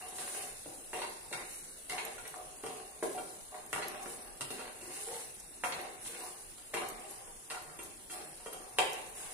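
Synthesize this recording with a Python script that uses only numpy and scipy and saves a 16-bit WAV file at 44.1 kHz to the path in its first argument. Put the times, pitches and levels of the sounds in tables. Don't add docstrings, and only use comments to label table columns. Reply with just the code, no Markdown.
import sys
import numpy as np
from scipy import signal
from scipy.fft import rfft, irfft, next_fast_len
from scipy.io import wavfile
from scipy.ndimage import uniform_filter1d

SR = 44100
rng = np.random.default_rng(int(sys.argv[2]) if len(sys.argv) > 2 else 0)


def volts_from_decibels(level):
    exponent = np.asarray(level, float) / 20
    return 10 ** exponent


def int16_out(signal):
    q = np.round(np.clip(np.atleast_2d(signal).T, -1, 1) * 32767)
    wavfile.write(sys.argv[1], SR, q.astype(np.int16))


N = 411453
PORT_LAG = 4

# f/Hz, level/dB, t60/s
PAN = [(152, -7, 0.086), (262.6, -12, 0.31), (345, -14, 0.85), (393.5, -2, 0.16), (462.6, 0.5, 0.11),
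       (535, -0.5, 0.091), (620, -3, 0.26), (732, -4, 0.27), (794, -0.5, 0.26), (836, 0.5, 0.097),
       (1068, 5.5, 0.069), (1178, 9, 0.026), (1457, -1.5, 0.04), (1518, 8.5, 0.048), (1740, 18, 0.0083),
       (2210, 5, 0.038), (2370, 11.5, 0.0055), (2526, 10.5, 0.017), (2775, 6, 0.047), (2960, 12, 0.012),
       (3600, 6.5, 0.02), (4300, 5.5, 0.026), (5040, -4, 0.066), (5670, 9.5, 0.0065), (6870, 6.5, 0.0056),
       (8620, 9, 0.012), (8670, 4.5, 0.0062), (10330, -3.5, 0.021), (12600, -33, 0.006)]


def rms_one(x):
    return x / np.sqrt(np.mean(x ** 2) + 1e-20)


def at_hz(points, hz):
    table_hz, values = np.array(points)[:, 0], np.array(points)[:, 1]
    return np.interp(np.log(hz), np.log(table_hz), values)


def drift(rate):
    r = np.exp(-80 * np.pi * rate / SR)
    white = rng.standard_normal(N // 40 + 2002)
    slow = signal.lfilter([1], [1, -2 * r, r * r], white)[2000:]
    return np.interp(np.arange(N) / 40, np.arange(len(slow)), rms_one(slow))


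def ring(clicks, hz, t60):
    r, w = volts_from_decibels(-60 / (t60 * SR)), 2 * np.pi * hz / SR
    return signal.lfilter([0, np.sin(w)], [1, -2 * r * np.cos(w), r * r], clicks + 1e-18)


def diffuse(white, gain):
    # f/Hz, level/dB
    side_over_mid = [(28, -1), (60, 2), (120, -5), (200, -7.5), (380, -7.5), (700, 0), (1290, 2.5),
                     (2380, 0.5), (4400, 0), (8120, 0), (15000, 0.5)]
    edges = 20 * 2 ** np.arange(0, 9.8, .4)
    out = 0
    for k, (low, high) in enumerate(zip(edges, edges[1:])):
        band = signal.butter(2, [low, high], "band", fs=SR, output="sos")
        mid, side = signal.sosfilt(band, white[k % 2])
        hz = np.sqrt(low * high)
        share = volts_from_decibels(at_hz(side_over_mid, hz))
        out = out + gain(hz) * (mid + share * side * [[1], [-1]]) / np.sqrt(1 + share ** 2)
    return out


def grains(per_s, spread_db):
    sizes = volts_from_decibels(spread_db * np.minimum(rng.exponential(1, N), 5)) * rng.choice([-1, 1], N)
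    return rms_one(sizes * (rng.random(N) < per_s / SR))


def struck(times, levels_db, modes, contact_s, rough):
    at, out = np.round(np.asarray(times) * SR).astype(int), np.zeros(N)
    roughness, fade = rng.choice([-1., 1.], N), np.exp(-1 / (contact_s * SR))
    for k, (hz, db, t60) in enumerate(modes):
        clicks, signs = np.zeros(N), np.roll(roughness, 97 * k)
        clicks[at] = volts_from_decibels(levels_db[:, k] + db)
        rub = signal.lfilter([np.sqrt(1 - fade ** 2)], [1, -fade], clicks + 1e-18)
        out += ring((-1) ** k * (1 - rough) * clicks + rough * signs * rub, hz, t60)
    return out


def ticks(events, modes, offset_db, contact_s, rough):
    s, db = np.transpose(events)
    levels_db = np.repeat(db[:, None] + offset_db, len(modes), axis=1)
    return struck(s, levels_db, modes, contact_s, rough)


def gestures(start, held, db, attack_s, release_db_per_s, rest_db):
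    t = np.arange(0, N / SR + .002, .001)
    age = t - np.reshape(start, (-1, 1))
    rise = np.clip(age / max(attack_s, .001), 0, 1)
    fall_db = release_db_per_s * np.clip(age - attack_s - np.reshape(held, (-1, 1)), 0, None)
    power = ((rise * volts_from_decibels(np.reshape(db, (-1, 1)) - fall_db)) ** 2).sum(axis=0)
    return 10 * np.log10(np.interp(np.arange(N) / SR, t, power) + volts_from_decibels(rest_db) ** 2)


def knocks():
    # t/s, peak level/dB, then relative level/dB of thud, body and crack
    blows = [(0.184, -43, 0, -3, 7), (0.6567, -57, 16.5, 7, 9), (0.932, -32, -6, -5, -26),
             (.9445, -37, -3, -11, -8), (.99, -36, -11, -3, -5), (1.044, -41, 0, -4, -13),
             (1.312, -49, 14.5, 0, 6), (1.3274, -35, -13, -2, 1), (1.3345, -39, -16, 0, 1),
             (1.376, -43, 1, -6, 1), (1.8969, -36.5, -34, -24, 2), (2.3395, -53.5, -4, 17, -40),
             (2.637, -46, 5.5, 14.5, 1), (2.6633, -38.5, -1, -5, 1), (3.026, -37.5, 10, 3.5, -24),
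             (3.544, -43.5, -6, 2, -8), (3.7299, -22.5, -17, -22, -20), (3.7603, -29.5, -28, -5.5, -21),
             (4.0583, -40, 7.5, -6, -25), (3.77, -48, -8, -7, -5), (4.399, -57, 13, 2, -20),
             (4.409, -34.5, -2.5, -11, 3), (4.5049, -48, 13.5, 3, 14.5), (4.678, -43.5, -4, 0, -11),
             (5.6369, -26.5, -7, -2, -20), (6.7404, -31.5, 3, -13, -4.5), (7.501, -42.5, -17, -4, 7),
             (7.5059, -36.5, -14, -5, -4), (7.514, -39, -11, 6, -3), (7.547, -40, -20, 2, -4),
             (8.7863, -20.5, -12.5, 1, -7.5)]
    # t/s, peak level/dB, flatness of the blade as relative thud level/dB
    nudges = [(2.181, -51.5, -5), (2.377, -72, 11), (3.1779, -52.5, 5), (4.171, -81, 25),
              (4.592, -52.5, 6.5), (4.8093, -58.5, 4), (4.8554, -75, 20), (5.067, -63, 9),
              (6.579, -62.5, -2), (7.27, -64, 12.5), (7.789, -49.5, -8), (8.0985, -52.5, -22),
              (8.1062, -54, -20), (8.4, -67, 14), (8.4594, -50.5, 4), (8.527, -51, -7)]
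    centres = [420, 950, 2000, 4500, 9500]
    radiated_db = np.array([5.9, 2.0, 1.27, 7.4, 7.9]) - 3.5
    pan_hz = np.array(PAN)[:, 0]
    held = np.array(PAN) * [1, 1, .2]

    def at_modes(balance_db):
        return at_hz(np.c_[centres, radiated_db + balance_db], pan_hz)

    hard_db = np.array([db + at_modes([thud, body, 0, crack - 8, 0.5 + 0.42 * crack])
                        for s, db, thud, body, crack in blows])
    soft_db = np.array([db + at_modes([thud, 1.5 + 0.51 * thud, 0, -11, 5.5])
                        for s, db, thud in nudges])
    hard = struck(np.array(blows)[:, 0], hard_db, held, contact_s=.003, rough=.4)
    soft = struck(np.array(nudges)[:, 0], soft_db + 3, held, contact_s=.01, rough=.8)
    return hard + soft


def spots():
    # t/s, f/Hz, peak level/dB, t60/s
    favoured = [(0.932, 2050, -45, .015), (1.0195, 4300, -63, 0.023), (1.0195, 2120, -53, 0.036),
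                (1.333, 2160, -36, 0.031), (1.8985, 2080, -30.5, 0.017), (1.923, 2170, -35, 0.017),
                (1.935, 750, -42, 0.041), (2.636, 397, -34, 0.027), (2.648, 470, -43, 0.05),
                (3.026, 1650, -34, 0.02), (3.026, 395, -28, 0.045), (3.037, 437, -31.5, 0.045),
                (5.638, 2060, -28, 0.0074), (5.641, 2700, -32, 0.01), (5.651, 1300, -31, .015),
                (5.7225, 4330, -39, .012), (5.6477, 890, -26.5, 0.011), (6.7411, 1670, -37, 0.0089),
                (6.741, 2030, -34.5, 0.021), (3.027, 1046, -36.5, 0.027), (5.638, 3300, -45, 0.012),
                (1.329, 3560, -37, 0.012), (.934, 3300, -45, 0.0086), (3.8237, 4280, -35, .012),
                (7.507, 1380, -38.5, .03), (7.79, 345, -41.5, 0.032), (8.1, 343, -47.5, 0.039),
                (8.461, 1160, -39, 0.014), (8.462, 620, -38, 0.028), (8.545, 770, -40.5, 0.025),
                (8.7857, 1950, -17.5, 0.0094), (8.786, 2700, -18.5, 0.015), (8.787, 3160, -25, 0.0075),
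                (8.769, 1090, -47, .02), (8.795, 880, -23, 0.022), (8.7858, 3700, -25, 0.0094),
                (8.787, 4600, -35, 0.019), (8.819, 2000, -31, 0.016)]
    out, length = np.zeros(N + SR), SR // 4
    for s, hz, db, t60 in favoured:
        at = int(s * SR)
        out[at:at + length] += ring(volts_from_decibels(db) * (np.arange(length) == 0), hz, t60)
    return out[:N]


def drag_levels():
    strokes = [(0.0, 0.0056, -48, -8.5), (.12, 0.041, -57.5, -13), (.2, 0.077, -59.5, 5),
               (0.328, 0.069, -52.5, 0), (.74, 0.027, -63, -13), (.94, 0.02, -46.5, -3.5),
               (1.37, 0.023, -55, 0), (1.9, 0.054, -46.5, -1.5), (2.04, 0.037, -58.5, -19),
               (2.24, 0.016, -60.5, 2), (2.365, 0.02, -53.5, -26), (2.649, 0.2, -55.5, -7),
               (3.148, 0.012, -51.5, -15), (3.519, 0.073, -55, -7), (3.742, 0.17, -46.5, -5),
               (3.99, 0.3, -60, -7), (4.5, 0.12, -52.5, -1), (4.819, 0.2, -62.5, 3),
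               (5.079, 0.069, -57, -0.5), (5.68, 0.14, -50.5, -4), (6.06, 0.1, -61.5, 5.5),
               (6.189, 0.026, -49, -6), (6.735, 0.013, -40, -5), (6.97, 0.2, -59.5, -5.5),
               (7.54, 0.25, -59, -6), (8.12, 0.091, -55, -3), (8.58, 0.03, -55.5, -9.5),
               (8.94, 0.017, -51, -3.5), (9.151, .2, -58.5, 0)]
    start, held, db, bright_db = np.transpose(strokes)
    attack_s, release_db_per_s = 0.0015, 110.5
    base_db = gestures(start, held, db, attack_s, release_db_per_s, rest_db=-73)
    edge_db = gestures(start, held, db + bright_db, attack_s, release_db_per_s, rest_db=-76)
    return base_db, edge_db


def drag(base_db, edge_db):
    low, high = 0, 0
    slips = grains(per_s=900, spread_db=4.6)
    for k, (hz, db, t60) in enumerate(PAN):
        mode = volts_from_decibels(db + 2.5 * drift(12)) * ring(slips, hz, 0.35 * t60) * (-1) ** k
        low = low + mode * (hz < 1200)
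        high = high + mode * (hz >= 1200)
    return volts_from_decibels(base_db - 1.5) * rms_one(low) + volts_from_decibels(edge_db - 1.5) * rms_one(high)


def moans():
    locked = [(.652, 0.0062, 314, -54), (.7, 0.011, 800, -61), (.2, 0.28, 572, -63.5),
              (1.351, 0.055, 1035, -62), (1.92, 0.084, 1025, -60), (2.36, 0.065, 620, -61),
              (4.06, 0.084, 466, -60), (4.809, 0.074, 362, -55.5), (5.0, 0.057, 407, -59),
              (5.065, 0.086, 474, -51), (5.06, 0.051, 780, -55.5), (5.11, 0.062, 880, -58),
              (5.66, 0.14, 1080, -62), (6.07, 0.11, 470, -59), (6.201, 0.068, 1000, -57),
              (7.519, 0.037, 1410, -53), (8.11, 0.11, 345, -60)]
    cycles, fade_s = 45, .02
    out, t = np.zeros(N + SR), np.arange(SR // 2) / SR
    slips = rng.standard_normal((len(locked), SR))
    for (s, held, hz, db), rub in zip(locked, slips):
        shape = np.clip(np.minimum(t, held + 2 * fade_s - t) / fade_s, 0, 1)
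        tone = ring(rub, hz, cycles / hz)[SR // 2:]
        steady = tone / np.sqrt(uniform_filter1d(tone ** 2, size=2000))
        at = int(s * SR)
        out[at:at + SR // 2] += volts_from_decibels(db) * shape * steady
    return out[:N]


def grit(edge_db):
    clicks, dealt = grains(per_s=260, spread_db=4.5), rng.integers(0, 8, N)
    cycles = 5
    pitches = np.geomspace(1300, 5500, 8)
    crackle = rms_one(sum(ring(clicks * (dealt == k), hz, cycles / hz) for k, hz in enumerate(pitches)))
    return volts_from_decibels(edge_db - 7) * np.array([np.roll(crackle, PORT_LAG), crackle])


def snaps():
    # t/s, peak level/dB, centre f/Hz, decay time/s
    clacks = [(1.8962, -34, 7000, .004), (2.0505, -35, 9000, 0.0049), (2.277, -39, 7900, .004),
              (3.6628, -38, 8900, 0.0027), (3.7282, -32, 7700, 0.004), (3.7292, -45, 18000, .004),
              (3.882, -34.5, 8000, 0.0044), (3.882, -40, 11000, .003), (4.4098, -42, 4000, 0.0034),
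              (4.414, -33.5, 7200, .006), (4.424, -41, 6400, 0.0035), (5.639, -43, 8600, 0.0055),
              (6.7412, -36, 8000, .005), (6.8865, -37, 9000, 0.0064), (0.62, -44, 8000, .003),
              (6.581, -47, 3800, 0.0036), (7.791, -41.5, 2100, 0.0036), (8.7868, -31, 5300, 0.0045),
              (8.931, -37, 7800, .007), (8.931, -38, 13500, .004), (6.9, -39, 8500, .004),
              (5.4, -39, 8000, .004), (2.3396, -42, 1250, 0.0053), (3.5435, -49, 1500, .006),
              (.657, -49, 760, .008), (5.7225, -40, 3700, .01), (1.018, -39, 2500, .006)]
    width, rise_s, alike = 1.5, .0005, .5
    out, t = np.zeros((2, N + SR)), np.arange(SR // 20) / SR
    white = rng.standard_normal((len(clacks), 3, SR // 20))
    for (s, db, hz, dies_s), (both, left, right) in zip(clacks, white):
        band = signal.butter(4, [hz / width, min(hz * width, .45 * SR)], "band", fs=SR, output="sos")
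        mixed = alike * both + (1 - alike) * np.array([left, right])
        noise = rms_one(signal.sosfilt(band, mixed))
        shape = np.clip(t / rise_s, 0, 1) * np.exp(-t / dies_s)
        at = int(s * SR)
        out[:, at:at + len(t)] += volts_from_decibels(db - 3) * noise * shape
    return out[:, :N]


def rocks():
    # t/s, peak level/dB
    falls = [(1.017, -30.5), (1.981, -30.5), (3.8225, -32), (5.7226, -29.5), (6.0577, -39.5),
             (6.768, -34.5)]
    # f/Hz, level/dB, t60/s
    stand = [(4337, 3, 0.012), (3900, 3, 0.008), (3300, 3, .006), (990, 5, 0.015), (1760, 7, 0.01),
             (2200, 7, 0.012), (2700, 5, .01), (6800, 0, 0.0065)]
    return ticks(falls, stand, offset_db=-8, contact_s=0.008, rough=.85)


def bangles():
    # t/s, peak level/dB
    touches = [(0.0885, -42), (1.097, -37), (1.5815, -41), (2.051, -31), (2.278, -34), (2.3094, -45),
               (3.1671, -47), (3.8818, -30), (4.1205, -39), (5.8145, -37), (6.887, -33), (7.11, -34),
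               (7.6235, -40), (7.7715, -43), (7.8315, -36), (7.8365, -35), (8.5315, -30), (8.9312, -37)]
    # f/Hz, level/dB, t60/s
    glass = [(11320, -4, .02), (11600, -9, .012), (13000, -18, .008), (15300, -21, .006), (9500, -11, .005),
             (5800, -16, .003)]
    return ticks(touches, glass, offset_db=0, contact_s=0.002, rough=.1)


def thumps():
    # t/s, peak level/dB
    loads = [(0.659, -52), (.932, -53), (1.33, -52), (1.9, -52), (2.64, -52), (3.735, -47), (4.402, -46),
             (5.64, -52), (6.74, -59), (7.505, -62), (8.786, -51)]
    # f/Hz, level/dB, t60/s
    stove = [(105, -3, .6), (137, 0, .5), (150, -3, .4), (177, 0, .6)]
    return ticks(loads, stove, offset_db=-6, contact_s=.03, rough=.3)


def hiss_level():
    # t/s, level/dB
    sizzle = [(0, -49), (1.8, -49.5), (2.4, -51), (4.3, -52), (5.498, -51), (5.95, -52.5), (6.5, -51),
              (8, -52.5), (9.33, -49.5)]
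    # start t/s, held t/s, level/dB
    turns = [(0.131, 0.033, -44.5), (4.0, 0.072, -50), (4.785, 0.073, -49.5), (6.0, .03, -47),
             (.17, 0.12, -43.5), (.32, 0.074, -43), (1.48, 0.039, -47.5), (2.24, 0.0067, -50),
             (2.62, 0.038, -49.5), (3.098, 0.18, -51.5), (3.76, 0.018, -56), (4.068, 0.0072, -46.5),
             (4.901, 0.026, -43.5), (4.98, 0.2, -45), (6.038, 0.011, -43.5), (6.16, 0.091, -47.5),
             (7.07, 0.01, -49.5), (7.8, 0.0068, -49.5), (8.088, 0.0083, -43.5), (8.22, .04, -60),
             (8.5, 0.01, -54), (9.14, 0.099, -46.5), (9.28, .05, -60)]
    # t/s, level/dB
    spits = [(.08, -49), (.66, -53), (.934, -45), (1.02, -52), (1.33, -48), (1.899, -42.5), (3.028, -41.5),
             (3.728, -42), (4.407, -43.5), (4.505, -44), (5.64, -40.5), (6.58, -57), (6.741, -42.5),
             (7.505, -48), (8.79, -41.5), (8.93, -53)]
    resting_db = np.interp(np.arange(N) / SR, *np.transpose(sizzle))
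    turned_db = gestures(*np.transpose(turns), attack_s=.035, release_db_per_s=80, rest_db=resting_db)
    s, db = np.transpose(spits)
    return gestures(s, 0.0039, db, attack_s=0.0018, release_db_per_s=97, rest_db=turned_db)


def hiss(level_db):
    # f/Hz, spectral level/dB per Hz
    hiss_colour = [(1470, -16), (2500, -19), (2680, -13), (3330, -15.5), (4130, -14), (4560, -16),
                   (6120, -12.5), (6560, -11), (6970, -11), (9790, -3.5), (11200, -11), (11700, -17.5),
                   (15300, -19), (15800, -53)]
    white = rng.standard_normal((2, 2, N)) * volts_from_decibels(.7 * drift(90))
    flicker = diffuse(white, lambda hz: volts_from_decibels(1.2 * drift(40)) * (hz > 1400))
    size = next_fast_len(N)
    colour = volts_from_decibels(at_hz(hiss_colour, np.fft.rfftfreq(size, 1 / SR) + 1))
    coloured = irfft(rfft(flicker, size) * colour, size)[:, :N]
    return volts_from_decibels(level_db) * rms_one(coloured)


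def kitchen(x, wet_db):
    # f/Hz, t60/s
    room_t60 = [(150, 1.0), (400, 0.78), (1000, 0.83), (2800, 0.7), (6000, 0.69), (12000, 0.067)]
    t = np.arange(SR) / SR
    uneven_db = rng.normal(0, 1, SR // 40 + 1).repeat(40)[:SR] * 2.66
    lumps = volts_from_decibels(uneven_db * np.exp(-t / 0.076))
    near_walls = 1 + 1.3 * np.exp(-t / .018)
    onset = np.clip((t - .002) / 0.00028, 0, 1)
    white = rng.standard_normal((2, 2, SR)) * lumps * near_walls * onset
    tail = diffuse(white, lambda hz: volts_from_decibels(-60 * t / at_hz(room_t60, hz)))
    tail = volts_from_decibels(wet_db) * rms_one(tail) / np.sqrt(SR)
    tail[0, PORT_LAG] = tail[1, 0] = 1
    return signal.fftconvolve(x[None], tail, axes=1)[:, :N]


def hum():
    # f/Hz, spectral level/dB per Hz
    rumble = [(12, -29), (20, 10), (33, 5.5), (60, 1.5), (99, -2.5), (304, -2.5), (359, -1), (668, -6),
              (808, -2.5), (1300, -14.5), (2730, -12.5), (3380, -68), (3720, -38), (4730, -10),
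              (6000, -66.5), (7800, -50), (13200, -120)]
    white = rng.standard_normal((2, 2, N))
    field = diffuse(white, lambda hz: volts_from_decibels(at_hz(rumble, hz) + 3.95 * drift(6.3)) * (hz < 7000))
    return volts_from_decibels(-59) * rms_one(field)


def band_dropouts(x, depth_db, hold):
    # f/Hz, share of time a band is lost
    lost_share = [(2300, 0), (3300, .4), (3800, .2), (5500, .32), (7700, .25), (8500, .03), (11650, .02),
                  (11900, .4), (12900, .5), (14000, .33), (14900, .15), (15350, .45), (15600, .992),
                  (16300, .994), (16450, 1.1)]
    hz, s, cells = signal.stft(x, SR, nperseg=1024)
    band = np.arange(len(hz)) // 5
    first = np.flatnonzero(np.diff(band, prepend=-1))
    level = np.log(np.add.reduceat((abs(cells) ** 2).sum(axis=0), first) + 1e-18)
    chance = signal.lfilter([1], [1, -hold], rng.standard_normal(level.shape))
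    rank = (chance + 0.51 * level).argsort(axis=1).argsort(axis=1) / len(s)
    lost = rank[band] < at_hz(lost_share, hz + 1)[:, None]
    return signal.istft(cells * np.where(lost, volts_from_decibels(depth_db), 1), SR, nperseg=1024)[1][:, :N]


def scene():
    base_db, edge_db = drag_levels()
    moan = moans()
    pan = knocks() + spots() + volts_from_decibels(-6.0) * moan + drag(base_db, edge_db) + rocks()
    bass_cut = signal.butter(3, 215, "high", fs=SR, output="sos")
    pan = signal.sosfilt(bass_cut, pan)
    near = kitchen(pan, wet_db=1.5) + kitchen(bangles(), wet_db=-4.5)
    near = near + thumps()
    near = near + volts_from_decibels(-1.5) * moan
    return near + hiss(hiss_level()) + hum() + snaps() + grit(edge_db)


def low_pass(x):
    return signal.sosfilt(signal.butter(12, 16510, fs=SR, output="sos"), x)


def record(dry):
    mix = band_dropouts(dry, depth_db=-41, hold=0.88)
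    return low_pass(mix)


dry = scene()
out = record(dry)
int16_out(out)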